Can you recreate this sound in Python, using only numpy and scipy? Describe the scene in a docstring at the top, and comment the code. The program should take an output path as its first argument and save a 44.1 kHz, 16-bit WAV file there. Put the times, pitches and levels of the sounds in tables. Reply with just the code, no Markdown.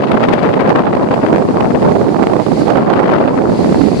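"""On an open beach, gusty wind buffets the two microphone ports of a camera held low over sea foam.
Eddies roar at each port, louder and higher the faster they pass. Sharp blasts slap and crackle,
large eddies thump the right port, and the hardest blasts overload the recorder.
Behind them the hiss of the surf swells and fades, ringing in the ports near 4.5 kHz."""
import sys
import numpy as np
from scipy import signal
from scipy.fft import rfft, irfft, next_fast_len
from scipy.io import wavfile
from scipy.ndimage import map_coordinates

SR = 44100
rng = np.random.default_rng(int(sys.argv[2]) if len(sys.argv) > 2 else 0)


def transcribe(u):
    """Save the signal u as a 16-bit wav file named by the first command-line argument.

    u: samples, shape (n,) or (channels, n), limited to [-1, 1]; the rate is SR.
    q: integer samples, one column per channel.
    """
    v = np.clip(np.atleast_2d(u).T, -1, 1)
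    q = np.round(v * 32767).astype(np.int16)
    wavfile.write(sys.argv[1], SR, q)


N = 176400
LEFT, RIGHT = 0, 1

# Sharp blasts of wind. Each row: time in seconds, port, relative strength, half width in seconds.
BLASTS = [(.009, 0, 0.38, .002), (.024, 0, .6, .003), (0.041, 0, 0.67, .008), (.118, 0, 1.14, 0.0041),
          (.175, 0, 0.66, 0.0019), (0.206, 1, 0.56, 0.0021), (.232, 0, 0.66, 0.0037),
          (.24, 0, 0.99, 0.0039), (.252, 0, 0.65, 0.0021), (.287, 0, 0.88, .002),
          (.292, 0, 0.6504, 0.004026), (.331, 0, 0.81, .008), (.338, 0, 0.94, 0.003007),
          (.392, 0, 0.59, .01), (.431, 0, 0.84, 0.0032), (.439, 0, 0.56, 0.00308), (.515, 0, 0.48, .003),
          (.54, 0, .9, .004), (0.595, 0, 0.48, 0.0033), (.609, 0, 0.78, 0.0041), (.678, 1, 0.74, 0.0029),
          (.694, 0, 0.78, .003), (.709, 0, 0.52, 0.0042), (.761, 0, 0.68, 0.0055), (.793, 0, .6, .005),
          (.805, 1, 0.49, 0.0018), (.879, 1, 0.46, .003), (.931, 0, 0.63, 0.0041), (.937, 1, .55, 0.0019),
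          (.952, 0, 0.69, 0.0044), (1.088, 1, 0.54, 0.0028), (1.117, 0, 0.67, 0.0032),
          (1.142, 0, .85, 0.0051), (1.251, 0, 0.48, 0.0028), (1.265, 0, 0.79, 0.0042),
          (1.361, 1, 0.66, 0.0019), (1.489, 1, 0.56, 0.0031), (1.571, 0, 0.57, 0.0032),
          (1.608, 1, 1.03, .004), (1.646, 1, 0.66, 0.0029), (1.719, 1, 0.42, .003),
          (1.822, 0, 0.54, 0.0029), (1.828, 1, 0.91, 0.0031), (1.893, 1, 0.6, 0.0049),
          (1.921, 1, 0.49, 0.0034), (2.146, 1, 0.52, 0.0027), (2.166, 1, 0.57, 0.0035),
          (2.23, 1, .88, 0.001999), (2.237, 1, .7, 0.0018), (2.2705, 1, 1.19, 0.0012),
          (2.336, 1, .8, 0.0018), (2.4, 1, 0.61, .003), (2.466, 1, 0.51, 0.0041), (2.682, 1, 0.49, .003),
          (2.704, 1, 0.99, 0.0049), (2.775, 1, 0.7, 0.0038), (2.902, 1, 0.87, 0.0031),
          (2.937, 0, 0.78, .003), (2.967, 0, 0.44, 0.0082), (2.994, 1, 0.72, 0.0019),
          (3.043, 0, .4, 0.0051), (3.061, 0, 0.439, 0.0039), (3.082, 0, 0.42, .004),
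          (3.119, 0, .55, 0.0059), (3.163, 0, .45, .006), (3.182, 0, 0.48, 0.0042),
          (3.215, 0, 0.39, 0.0048), (3.278, 1, 0.69, .003), (3.284, 0, 0.43, 0.0032),
          (3.379, 0, 0.38, .003), (3.646, 1, 0.58, 0.0038), (3.816, 1, .45, 0.0029)]


def buffet(port):
    """Eddies sweep past one port: faster air is louder and shifts the roar upwards."""
    # The air stream at each port. Each row: time in seconds, level in dB, relative speed.
    left_air = [(0, -14.5, 1.415), (.18, -13.5, 1.186), (.3, -14, 1.403), (.7, -10.5, 1.3),
                (.87, -13.5, 1.09), (1.15, -13, 1.09), (1.45, -14.5, .93), (1.75, -12, 1),
                (2.05, -16.5, 0.78), (2.33, -15, 0.9), (2.42, -22.5, 0.89), (2.52, -17.5, 0.74),
                (2.67, -19, 0.8), (2.76, -14, 1.14), (3, -13.5, 1.314), (3.17, -10, 1.306), (3.3, -15, 1.1),
                (3.7, -13, 0.71), (3.87, -23.5, 0.7), (4, -13.5, 0.79)]
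    right_air = [(0, -11.5, 0.9), (.45, -12, 0.88), (.72, -10.5, 1.12), (1.05, -13.5, 1.097),
                 (1.36, -9.5, .96), (1.62, -11.5, 1.034), (1.75, -10.5, 0.74), (1.85, -10, 0.88),
                 (2.22, -10, .94), (2.44, -10, 0.89), (2.52, -9, .75), (2.7, -10, 1.07), (3, -10.5, 1.08),
                 (3.35, -11.5, 0.96), (3.56, -10.5, 0.71), (3.66, -9.3, .76), (3.74, -9.5, 0.71),
                 (3.82, -7, .7), (4, -10.5, 0.59)]
    # Brief lulls. Each row: time in seconds, port, depth in dB.
    lulls = [(0.081, 0, 9), (0.08, 1, 6), (.209, 0, 7), (.527, 0, 7), (.609, 1, 6), (.729, 0, 9),
             (.83, 1, 9), (.856, 0, 6), (.896, 1, 7), (1.089, 0, 6), (1.163, 0, 7), (1.215, 0, 7),
             (1.219, 1, 8), (1.275, 1, 13), (1.416, 0, 8), (1.472, 1, 12), (1.508, 1, 6), (1.526, 0, 6),
             (1.67, 1, 7), (1.705, 1, 11), (1.763, 1, 8), (1.8, 0, 11), (2.152, 0, 7), (2.184, 1, 8),
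             (2.251, 1, 8), (2.29, 1, 7), (2.426, 0, 6), (2.447, 1, 14), (2.573, 1, 6), (2.654, 1, 7),
             (2.851, 1, 6), (2.919, 0, 6), (3.19, 1, 6), (3.264, 0, 11), (3.557, 1, 8), (3.612, 0, 7),
             (3.684, 1, 4.5), (3.965, 1, 11.5)]
    # Turbulence, slow to fast. Each row: knots per second, level swing in dB, speed swing in octaves.
    turbulence = [(24.03, 0.53, .04), (70.03, 2.28, .13), (240.4, 2, .19), (899.2, 2, .2)]
    # The roar of the eddies at unit speed. Each row: frequency in Hz, relative level in dB.
    eddy_spectrum = [(20, -17.5), (100, -1), (250, 0), (450, -1), (700, -6), (1000, -12.5), (1500, -24),
                     (2200, -35), (3500, -57.5), (6000, -63), (12000, -94)]
    # The tone of each port, left then right. Each row: frequency in Hz, gain in dB.
    port_responses = [
        [(20, -33), (40, -17), (70, -5), (110, -4.5), (160, 1), (230, 2.5), (500, -1.5), (1400, -2), (2200, 0),
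         (3200, -2), (4500, -11), (6000, -13), (14000, -6)],
        [(20, -36), (40, -25), (70, -12.5), (110, -5.5), (160, -1), (230, 0.48), (500, 0), (900, -1),
         (1400, -3.5), (2200, -5), (4500, -2), (6000, -3), (14000, -15)],
    ]
    blast_db, blast_octaves = 4, (.5, .55)  # rise in level; rise in speed, left and right
    puff_db, puff_octaves = 4.5, .28
    lull_half_width_s = .009

    level_db, speed = curves(left_air if port == LEFT else right_air)
    blast = bumps(BLASTS, port)
    lull_db = bumps([(*lull, lull_half_width_s) for lull in lulls], port)
    puff = puffs()
    level_db = level_db + blast_db * blast + puff_db * puff - lull_db
    octaves = blast_octaves[port] * blast + puff_octaves * puff
    unsteadiness = np.clip(1 - .7 * blast, 0, 1)  # a full blast sweeps most turbulence away
    for rate, swing_db, swing_octaves in turbulence:
        swirl = 2 * np.tanh(wobble(rate) / 2) * unsteadiness
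        level_db = level_db + swing_db * swirl
        octaves = octaves + swing_octaves * swirl
    speed = speed * 2 ** octaves
    eddies = unit(coloured(rng.standard_normal(2 * N), eddy_spectrum))
    travelled = np.cumsum(speed)
    roar = amp(level_db) * map_coordinates(eddies, [travelled], mode="wrap")
    return coloured(roar + slaps(port), port_responses[port]) + crackle(speed, blast, port)


def puffs(per_second=26, half_width_s=.0015):
    """Small blasts arrive at random, each with its own strength: a control curve from 0 to 1."""
    chance, strengths = rng.random((200, 2)).T
    times = np.cumsum(-np.log(1 - chance)) / per_second
    hits = np.bincount((times * SR).astype(int), strengths, N)[:N]
    t = np.arange(-SR // 20, SR // 20) / SR
    swell = np.exp(-.5 * (t / half_width_s) ** 2)
    return np.tanh(signal.fftconvolve(hits, swell, mode="same"))


def slaps(port, level_db=3.5, typical_half_width_s=.00027):
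    """The core of a blast crosses the port as one quick push and pull."""
    t = np.arange(N) / SR
    out = np.zeros(N)
    for at, side, strength, _ in BLASTS:
        if side == port:
            offset = (t - at) / (typical_half_width_s * rng.uniform(.59, 1.33))
            push_pull = offset * bell(offset) * np.exp(.5)  # peaks at 1
            out += rng.choice([-1, 1]) * strength * push_pull
    return amp(level_db) * out


def crackle(speed, blast, port):
    """Fast air tears at the port's edge in spiky grains: a rasp in the gusts, a crack in each blast."""
    # The finest eddies breaking up. Each row: frequency in Hz, relative level in dB.
    grain_spectrum = [(400, -10), (1000, 3), (1800, 2.5), (2600, 1), (3500, -6), (4700, -11.5), (6000, -24),
                      (10000, -32.5), (14500, -46)]
    rasp_db, crack_db = (-26.5, -33), (-18, -20)  # each left, right
    onset_speed, onset_steepness = 1.345, 10.6
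    noise = rng.standard_normal(N)
    grains = unit(coloured(noise * np.abs(noise), grain_spectrum))
    rasp = amp(rasp_db[port]) / (1 + (onset_speed / speed) ** onset_steepness)
    crack = amp(crack_db[port]) * np.abs(blast) ** 1.79
    return grains * np.hypot(rasp, crack)


def thumps(typical_hz=267.5, half_width_s=.006):
    """A large eddy rocks the port for a few slow cycles."""
    # Large, slow eddies. Each row: time in seconds, peak level in dB.
    large_eddies = [(1.335, -4.5), (2.625, -4.5), (3.818, 0.5), (3.838, -2.5)]
    out = np.zeros(N)
    for at, peak_db in large_eddies:
        t = np.arange(N) / SR - at
        hz = typical_hz * rng.uniform(.75, 1.19)
        swing = np.sin(2 * np.pi * (hz * t + rng.random()))
        out += amp(peak_db) * swing * bell(t / half_width_s)
    return out


def surf():
    """Foaming water hisses as it washes up the sand and drains."""
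    # The swells of the surf. Each row: time in seconds, relative level in dB.
    swells = [(0, -53), (.4, -52.5), (.87, -53.5), (1.21, -48.5), (1.55, -48.3), (1.95, -46), (2.37, -46.5),
              (2.6, -41.5), (2.84, -52), (3.15, -52.5), (3.44, -48.5), (3.58, -42.5), (3.77, -41.5),
              (4, -41)]
    # The colour of the hiss on each side. Each row: frequency in Hz, relative level in dB.
    left_spectrum = [(300, 2), (1200, -2.5), (2000, 3.5), (3200, -3), (4050, -2), (4750, -1), (5600, -10.5),
                     (8000, -13), (10500, -16), (12000, -25.5), (14500, -33)]
    right_spectrum = [(300, 3), (1200, -7.5), (2200, -1), (3200, -10), (4100, -7.5), (4700, -5), (5400, -6),
                      (7500, -8.5), (10000, -17), (12000, -30), (14500, -38)]
    return np.array([hiss(swells, left_spectrum), hiss(swells, right_spectrum)])


def port_ring():
    """Surf hiss rings in the microphone ports near 4.5 kHz, alike on both sides."""
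    # The swells of the ringing. Each row: time in seconds, level in dB.
    port_ring_swells = [(0, -56.5), (1.5, -61), (1.85, -51), (2.35, -55), (2.62, -43), (2.85, -56),
                        (3.42, -54), (3.59, -43.5), (3.69, -52), (3.79, -41), (3.92, -45.5), (4, -38)]
    # The resonance of the ports. Each row: frequency in Hz, relative level in dB.
    port_ring_spectrum = [(2500, -60), (3500, -18), (4150, 3), (4700, 0.5), (5400, -18), (7500, -62)]
    return hiss(port_ring_swells, port_ring_spectrum)


def hiss(swells, spectrum, flicker_db=1, flicker_rate=24.98):
    """Coloured noise that flickers slightly as it swells and fades."""
    level_db, = curves(swells)
    envelope = amp(level_db + flicker_db * wobble(flicker_rate))
    return envelope * unit(coloured(rng.standard_normal(N), spectrum))


def amp(db):
    """Decibels to gain."""
    return 10 ** (np.asarray(db) / 20)


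def unit(x):
    """Scale to rms 1."""
    return x / np.sqrt(np.mean(x ** 2) + 1e-20)


def curves(rows):
    """One value per sample for each column after the time."""
    times, *columns = np.transpose(rows)
    return [np.interp(np.arange(N) / SR, times, column) for column in columns]


def wobble(rate):
    """A smooth random curve, rate knots a second."""
    knots = rng.standard_normal(4096)
    return map_coordinates(knots, [np.arange(N) * rate / SR], mode="wrap")


def coloured(x, points):
    """Equalise x through (Hz, dB) points on a log frequency axis."""
    size = next_fast_len(len(x) + 8192)
    hz, db = np.transpose(points)
    bin_hz = np.fft.rfftfreq(size, 1 / SR)
    gain = amp(np.interp(np.log(bin_hz + 1), np.log(hz + 1), db))
    return irfft(rfft(x, size) * gain, size)[:len(x)]


def bell(offset):
    """A bell curve; offset counts half widths from its peak."""
    return np.exp(-.5 * np.minimum(offset ** 2, 100))


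def bumps(rows, port):
    """Bell-shaped swells at one port, from rows of time, port, size and half width."""
    t = np.arange(N) / SR
    return sum(size * bell((t - at) / width) for at, side, size, width in rows if side == port)


def scene():
    """Each port has its own eddies and its own share of the surf."""
    wind_db, surf_db = (.5, 1), (10, 6.5)  # each left, right
    wind = np.array([buffet(LEFT), buffet(RIGHT) + thumps()])
    return amp(wind_db)[:, None] * wind + amp(surf_db)[:, None] * surf() + port_ring()


def record(dry):
    """The recorder clips at full scale and keeps nothing above its band limit."""
    hardness, top_hz = 60, 14800
    clipped = dry / (1 + np.abs(dry) ** hardness) ** (1 / hardness)
    size = next_fast_len(N + 8192)
    passband = np.fft.rfftfreq(size, 1 / SR) < top_hz
    return irfft(rfft(clipped, size) * passband, size)[:, :N]


dry = scene()
out = record(dry)
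transcribe(out)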